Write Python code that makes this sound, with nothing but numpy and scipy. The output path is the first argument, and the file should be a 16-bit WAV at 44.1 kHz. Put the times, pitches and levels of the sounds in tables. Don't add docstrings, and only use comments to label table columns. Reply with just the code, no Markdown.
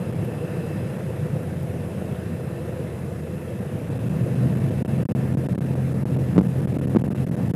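import sys
import numpy as np
from scipy import signal
from scipy.fft import rfft, irfft, next_fast_len
from scipy.io import wavfile
from scipy.ndimage import uniform_filter1d, map_coordinates

SR = 44100
rng = np.random.default_rng(int(sys.argv[2]) if len(sys.argv) > 2 else 0)


def unload_wav(signal):
    wavfile.write(
        sys.argv[1],
        SR,
        np.round(np.clip(np.atleast_2d(signal).T, -1, 1) * 32767).astype(np.int16),
    )


def decibels_to_gain(level_db):
    exponent = np.asarray(level_db, float) / 20
    return 10 ** exponent


N = 332955

# time_s, firing_hz
FIRING_RATE = [(0, 31.5), (1, 30.4), (1.7, 29.2), (2.3, 28.18), (3.3, 27.3), (3.55, 28.46), (3.8, 33.47),
               (4, 37.65), (4.3, 41.4), (4.6, 43.3), (4.85, 44.43), (5.3, 43.87), (6.2, 43.42),
               (7.55, 43.45)]
# time_s, load_0_to_1
THROTTLE_LOAD = [(0, 0.15), (.5, 0), (1.1, .15), (1.7, 0.44), (2.3, 0.08), (3.3, 0.17), (3.6, 0.1),
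                 (3.95, .65), (4.4, 0.99), (7.55, 0.94)]
# firing_rate_multiple, level_db
ENGINE_ORDERS = [(1, -19), (1.5, -36), (2, -9), (2.5, -16), (3, 0.5), (3.5, -20.5), (4, -21.5),
                 (4.5, -14.5), (5, -15), (6, -19.5)]
# time_s, level_db
SLIPSTREAM = [(0.0, -35), (0.71, -34), (1.14, -35), (1.45, -35.5), (3.55, -37), (4.5, -33), (4.88, -33.5),
              (6.01, -35.5), (6.5, -34.5), (6.69, -34.5), (7.42, -34.5), (7.55, -31.5)]
# time_s, level_db
GAP_DRAUGHT = [(0, 1.5), (.7, 3.5), (1.6, -4), (2.2, 1), (3.15, -1), (3.75, 0), (5, 3), (7.55, -1.5)]
# freq_hz, density_db
IDLE_RUMBLE = [(20, -40), (40, -7), (65, -20), (85, -8.5), (110, 0), (145, 2), (200, -3.5), (260, -12),
               (340, -17.5), (500, -32), (900, -59)]
# freq_hz, density_db
POWER_RUMBLE = [(20, -45), (40, -31), (65, -15), (85, -10.5), (110, -3), (140, 0), (185, -0.5), (230, -7),
                (330, -15), (500, -35.5), (900, -58)]
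# freq_hz, density_db
HULL_SPECTRUM = [(150, -15.5), (260, -19.5), (323, -2), (422, -5.5), (493, 1), (564, -8), (620, -8),
                 (811, -16.5), (1000, -19.5), (1100, -24.5), (1300, -35), (1690, -45), (2860, -120)]
# freq_hz, density_db
PANEL_SPECTRUM = [(700, -47), (1100, -3.5), (1600, -3), (2000, -6), (2400, -9.5), (3000, -13), (4100, -18),
                  (4400, -29), (6000, -58)]
# freq_hz, density_db
LEAK_SPECTRUM = [(3000, -23), (4300, -4.5), (5000, -2), (6100, -4), (8300, -1.5), (9100, -1.5), (10700, 3),
                 (12500, -3), (13500, -5), (15200, -12), (16000, -40)]
# centre_hz, width_hz, level_db
GAP_CAVITIES = [(1783, 150, 3), (2642, 240, 4), (4076, 68, -13.5), (4950, 260, -10.5), (8380, 250, -14)]
# start_s, peak_db
TRIM_TICKS = [
    (0.2493, -33),
    (0.9744, -48),
    (1.4321, -39),
    (1.4784, -46),
    (1.6317, -34),
    (1.6994, -45),
    (2.1708, -50),
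    (4.5707, -39),
]
STOP_BRUSHES = [.1172, 0.1394, 0.148, 0.976, 3.8943, 3.9819, 4.0858, 4.3479, 4.544, 4.5632, 4.5927, 4.6993,
                4.972, 5.3315, 5.4533, 5.5325, 5.5398, 5.6515, 5.9329, 6.156, 6.1735, 6.1802, 6.3378,
                6.4407, 6.4742, 6.61, 6.7296, 7.1679, 7.2771, 7.4828]
# start_s, length_ms, depth_db, slope_per_ms
STOP_PINS = [(3.6006, 4.9, -24, 0.38), (4.826, 23, -35, 0.45), (4.8621, 16, -17, -0.17),
             (5.033, 19.5, -55, -.25), (5.0584, 30.7, -73, 0.5), (5.1057, 4.7, -35, 0.51),
             (5.123, 27.2, -57, -0.65), (5.3509, 20.6, -23.5, -0.56), (5.4694, 17.5, -27, 0.62),
             (5.5584, 20.1, -28, 0.65), (5.5896, 17.2, -44, 0.43), (6.0339, 21, -41, -0.73),
             (6.6564, 17, -24, 0.67), (5.7442, 9.4, -12, 0.7), (6.7661, 2.9, -25, -0.6),
             (6.7716, 14.2, -29, -0.026), (6.7987, 14, -21, 0.53), (6.856, 15.6, -29, -0.4),
             (6.8848, 10.6, -25, 0.43), (7.0011, 9.4, -39, -0.39), (7.0205, 19, -36, 0.76),
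             (7.0676, 10.1, -17, .6), (7.0855, 18.6, -21.5, -0.45), (7.1314, 16.8, -38, -.45),
             (7.2469, 18, -21, -0.0015), (7.2955, 16.3, -48, 0.42), (7.355, 10.6, -30, -0.39),
             (7.408, 3.56, -30, -0.46), (7.5143, 22.5, -38, .2), (7.5439, 4.85, -33, -0.43)]
# start_s, length_ms, depth_db, stopped_slope_per_ms, resumed_slope_per_ms
STOP_SLAMS = [
    (6.3571, 4.9, -20, -.8, -1),
    (6.3688, 11.5, -16, -1.5, -2.5),
    (6.3815, 6.9, -36, 2.5, 2),
    (6.39, 5.7, -25, -1, -0.5),
    (6.3985, 12, -33, 1.3, 1),
    (6.418, 9.5, -26, -.7, 0),
    (6.9495, 9.67, -36, -1.5, -1),
    (6.9605, 0.74, -2, 0.3, 1.2),
    (6.9624, 5.67, -26, -1.5, -1.66),
    (6.9696, 15.2, -25, 1.9, -0.25),
]

TONE_DB, TONE_LOAD_DB = -40, 17
RUMBLE_DB, RUMBLE_LOAD_DB = -28.5, 3
HULL_DB, PANEL_DB, LEAK_DB, WHISTLE_DB = -35, -49, -56, -58
RUMBLE_GROWS, HULL_GROWS, PANEL_GROWS, LEAK_GROWS, WHISTLE_GROWS = 1, 0.77, 0.79, 0.43, 1.4
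BRUSH_MS, BRUSH_DB, BRUSH_SLOPE_PER_MS = (4.5, 9.07), -15.5, (0.067, 0.41)
CREEP_MS = 0.9
SNAP = 0.008
AIR_CUT_HZ, MIC_CUT_HZ, TOP_HZ = 64.0, 175.4, 15300


def unit(x):
    return x / np.sqrt(np.mean(x ** 2) + 1e-20)


def curve(rows):
    time_s, value = np.transpose(rows)
    return np.interp(np.arange(N) / SR, time_s, value)


def wobble(rate_hz):
    coarse = np.arange(0, N + 64, 64)
    knots = rng.standard_normal(int(N * rate_hz / SR) + 4)
    return np.interp(np.arange(N), coarse, map_coordinates(knots, [coarse * rate_hz / SR]))


def filtered(x, response):
    m = next_fast_len(N + SR)
    return irfft(rfft(x, m) * response(np.fft.rfftfreq(m, 1 / SR)), m)[..., :N]


def bass_cut(hz, corner_hz):
    s = 1j * hz / corner_hz
    first = s * s + 2 * np.cos(np.pi / 8) * s + 1
    second = s * s + 2 * np.cos(3 * np.pi / 8) * s + 1
    return s ** 4 / (first * second)


def rush(spectrum, patchy_db):
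    z = signal.stft(rng.standard_normal(N + 512), nperseg=512)[2]
    field = uniform_filter1d(rng.standard_normal(z.shape), size=6, axis=0)
    field = uniform_filter1d(field, size=10, axis=1)
    noise = signal.istft(z * decibels_to_gain(patchy_db * unit(field)), nperseg=512)[1][:N]
    freq_hz, db = np.transpose(spectrum)
    return unit(filtered(noise, lambda hz: decibels_to_gain(np.interp(np.log(hz + 1), np.log(freq_hz + 1), db))))


def engine_tones(turn, firing_hz):
    load_db = 0.76 * (firing_hz - 44)
    tones = np.zeros(N)
    for order, db in ENGINE_ORDERS:
        order_db = db + 0.71 * wobble(5)
        if order != 3:
            order_db = order_db + load_db
        tones += decibels_to_gain(order_db) * np.sin(order * turn + rng.uniform(0, 2 * np.pi))
    return tones


def hull_rumble(gust, beat, firing_hz):
    power = np.clip((firing_hz - 32) / 11, 0, 1)
    idle = np.sqrt(1 - power) * rush(IDLE_RUMBLE, patchy_db=0.6)
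    boom = np.sqrt(power) * rush(POWER_RUMBLE, patchy_db=0.6)
    return unit(decibels_to_gain(0.6 * gust + 0.6 * wobble(12) + 1.2 * beat) * (idle + boom))


def hull_resonance(gust, beat):
    return unit(decibels_to_gain(0.28 * gust + 0.82 * beat) * rush(HULL_SPECTRUM, patchy_db=1.36))


def panel_buzz(gust, beat):
    return unit(decibels_to_gain(0.31 * gust + 0.9 * beat) * rush(PANEL_SPECTRUM, patchy_db=1.3))


def leak_hiss(gust, beat):
    return unit(decibels_to_gain(0.5 * gust + 0.22 * beat) * rush(LEAK_SPECTRUM, patchy_db=0.7))


def whistles():
    draught = rng.standard_normal(N)
    total = np.zeros(N)
    for centre_hz, width_hz, db in GAP_CAVITIES:
        def cavity(hz):
            return (hz * width_hz / (centre_hz ** 2 - hz * hz + 1j * hz * width_hz)) ** 2
        total += decibels_to_gain(db + 1.3 * wobble(3.2)) * unit(filtered(draught, cavity))
    return total


def cabin():
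    firing_hz, load = curve(FIRING_RATE), np.clip(curve(THROTTLE_LOAD), 0, 1)
    air_db = curve(SLIPSTREAM)
    air_db = air_db - air_db.mean()
    turn = 2 * np.pi * np.cumsum(firing_hz * (1 + 0.0019 * wobble(6))) / SR
    beat = np.cos(turn)
    gust = 0.17 * wobble(2.86) + 0.63 * wobble(22)
    rumble_db = RUMBLE_DB + RUMBLE_LOAD_DB * load + RUMBLE_GROWS * air_db
    whistle_db = WHISTLE_DB + WHISTLE_GROWS * air_db + curve(GAP_DRAUGHT)
    whistle_db = whistle_db - 4.5 - 0.25 * (firing_hz - 31.5)
    mix = decibels_to_gain(TONE_DB + TONE_LOAD_DB * load) * engine_tones(turn, firing_hz)
    mix += decibels_to_gain(rumble_db) * hull_rumble(gust, beat, firing_hz)
    mix += decibels_to_gain(HULL_DB + HULL_GROWS * air_db) * hull_resonance(gust, beat)
    mix += decibels_to_gain(PANEL_DB + PANEL_GROWS * air_db) * panel_buzz(gust, beat)
    mix += decibels_to_gain(LEAK_DB + LEAK_GROWS * air_db) * leak_hiss(gust, beat)
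    return mix + decibels_to_gain(whistle_db) * whistles()


def ticks():
    x, t_s = np.zeros(N + SR), np.arange(300) / SR
    for start_s, db in TRIM_TICKS:
        click = decibels_to_gain(db + 5 - 60 * t_s / 0.005) * rng.standard_normal(len(t_s))
        x[round(start_s * SR):][:len(t_s)] += click
    return filtered(x[:N], lambda hz: (hz / 12000) ** 3 / (1 + (hz / 12000) ** 3))


def stops():
    brushes = []
    for start_s in STOP_BRUSHES:
        length_ms, sign = rng.uniform(*BRUSH_MS), rng.choice([-1, 1])
        stopped, resumed = sign * rng.uniform(*BRUSH_SLOPE_PER_MS, size=2)
        brushes.append((start_s, length_ms, BRUSH_DB, stopped, resumed))
    pins = [(*pin, pin[-1]) for pin in STOP_PINS]
    return brushes + pins + list(STOP_SLAMS)


def overload(air):
    passing, bends, snaps = np.ones(N + SR), np.zeros(N + SR), np.zeros(N + SR)
    slope = np.diff(air, prepend=0)
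    own = np.pad(uniform_filter1d(slope, size=61), (0, SR)) * SR / 1000
    for start_s, length_ms, depth_db, stopped, resumed in stops():
        start, end = round(start_s * SR), round((start_s + length_ms / 1000) * SR)
        passing[start + round(0.0003 * SR):end] = decibels_to_gain(depth_db)
        lost = 1 - decibels_to_gain(depth_db)
        knee = round(1 + 28 / (0.44 + stopped ** 2))
        bends[start - knee // 2:][:knee] += (stopped + lost * own[start]) / knee
        knee = round(1 + 10 / (0.89 + resumed ** 4))
        bends[end - knee // 2:][:knee] += (resumed - lost * own[end]) / knee
        snaps[end] = SNAP * resumed * abs(resumed)
    power = np.clip((curve(FIRING_RATE) - 33) / 10, 0, 1)
    passing[:N] *= 1 - 0.6 * (wobble(260) > 3.2 - 1.1 * power)
    keep = np.exp(-1000 / (CREEP_MS * SR))
    eased = signal.lfilter([1 - keep], [1, -keep], passing - 1) + 1
    passing = np.maximum(passing, eased)[:N]
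    swing = np.cumsum(bends[:N]) * 1000 / SR
    return passing * slope + swing + snaps[:N]


def thinned(x):
    hz, _, z = signal.stft(x, SR, nperseg=1024)
    band = np.arange(len(hz)) // 4
    luck = rng.standard_normal((band[-1] + 1, z.shape[1]))
    luck = unit(uniform_filter1d(luck, size=5, axis=1))
    power = uniform_filter1d(np.abs(z) ** 2, size=24, axis=0) + 1e-20
    flare_db = np.abs(10 * np.log10(power / np.median(power, axis=1, keepdims=True)))
    kept = 0.6 * flare_db + 4 * luck[band] > (hz[band * 4, None] - 14300) / 210
    kept = kept | (hz < 12800)[:, None]
    return signal.istft(z * kept, SR, nperseg=1024)[1][:N]


def scene():
    def restore(hz):
        return bass_cut(hz, AIR_CUT_HZ) / (bass_cut(hz, MIC_CUT_HZ) + 1e-12)
    return filtered(cabin() + ticks(), restore)[None]


def roll_off(x):
    return signal.sosfilt(signal.butter(12, 15300, fs=SR, output="sos"), x)


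def record(dry):
    def microphone(hz):
        summing = 1 / (1 - np.exp(-2j * np.pi * hz / SR) + 1e-12)
        return summing * bass_cut(hz, MIC_CUT_HZ) * (hz < TOP_HZ)
    x = filtered(overload(dry[0]), microphone)
    return roll_off(thinned(x)[None])


dry = scene()
out = record(dry)
unload_wav(out)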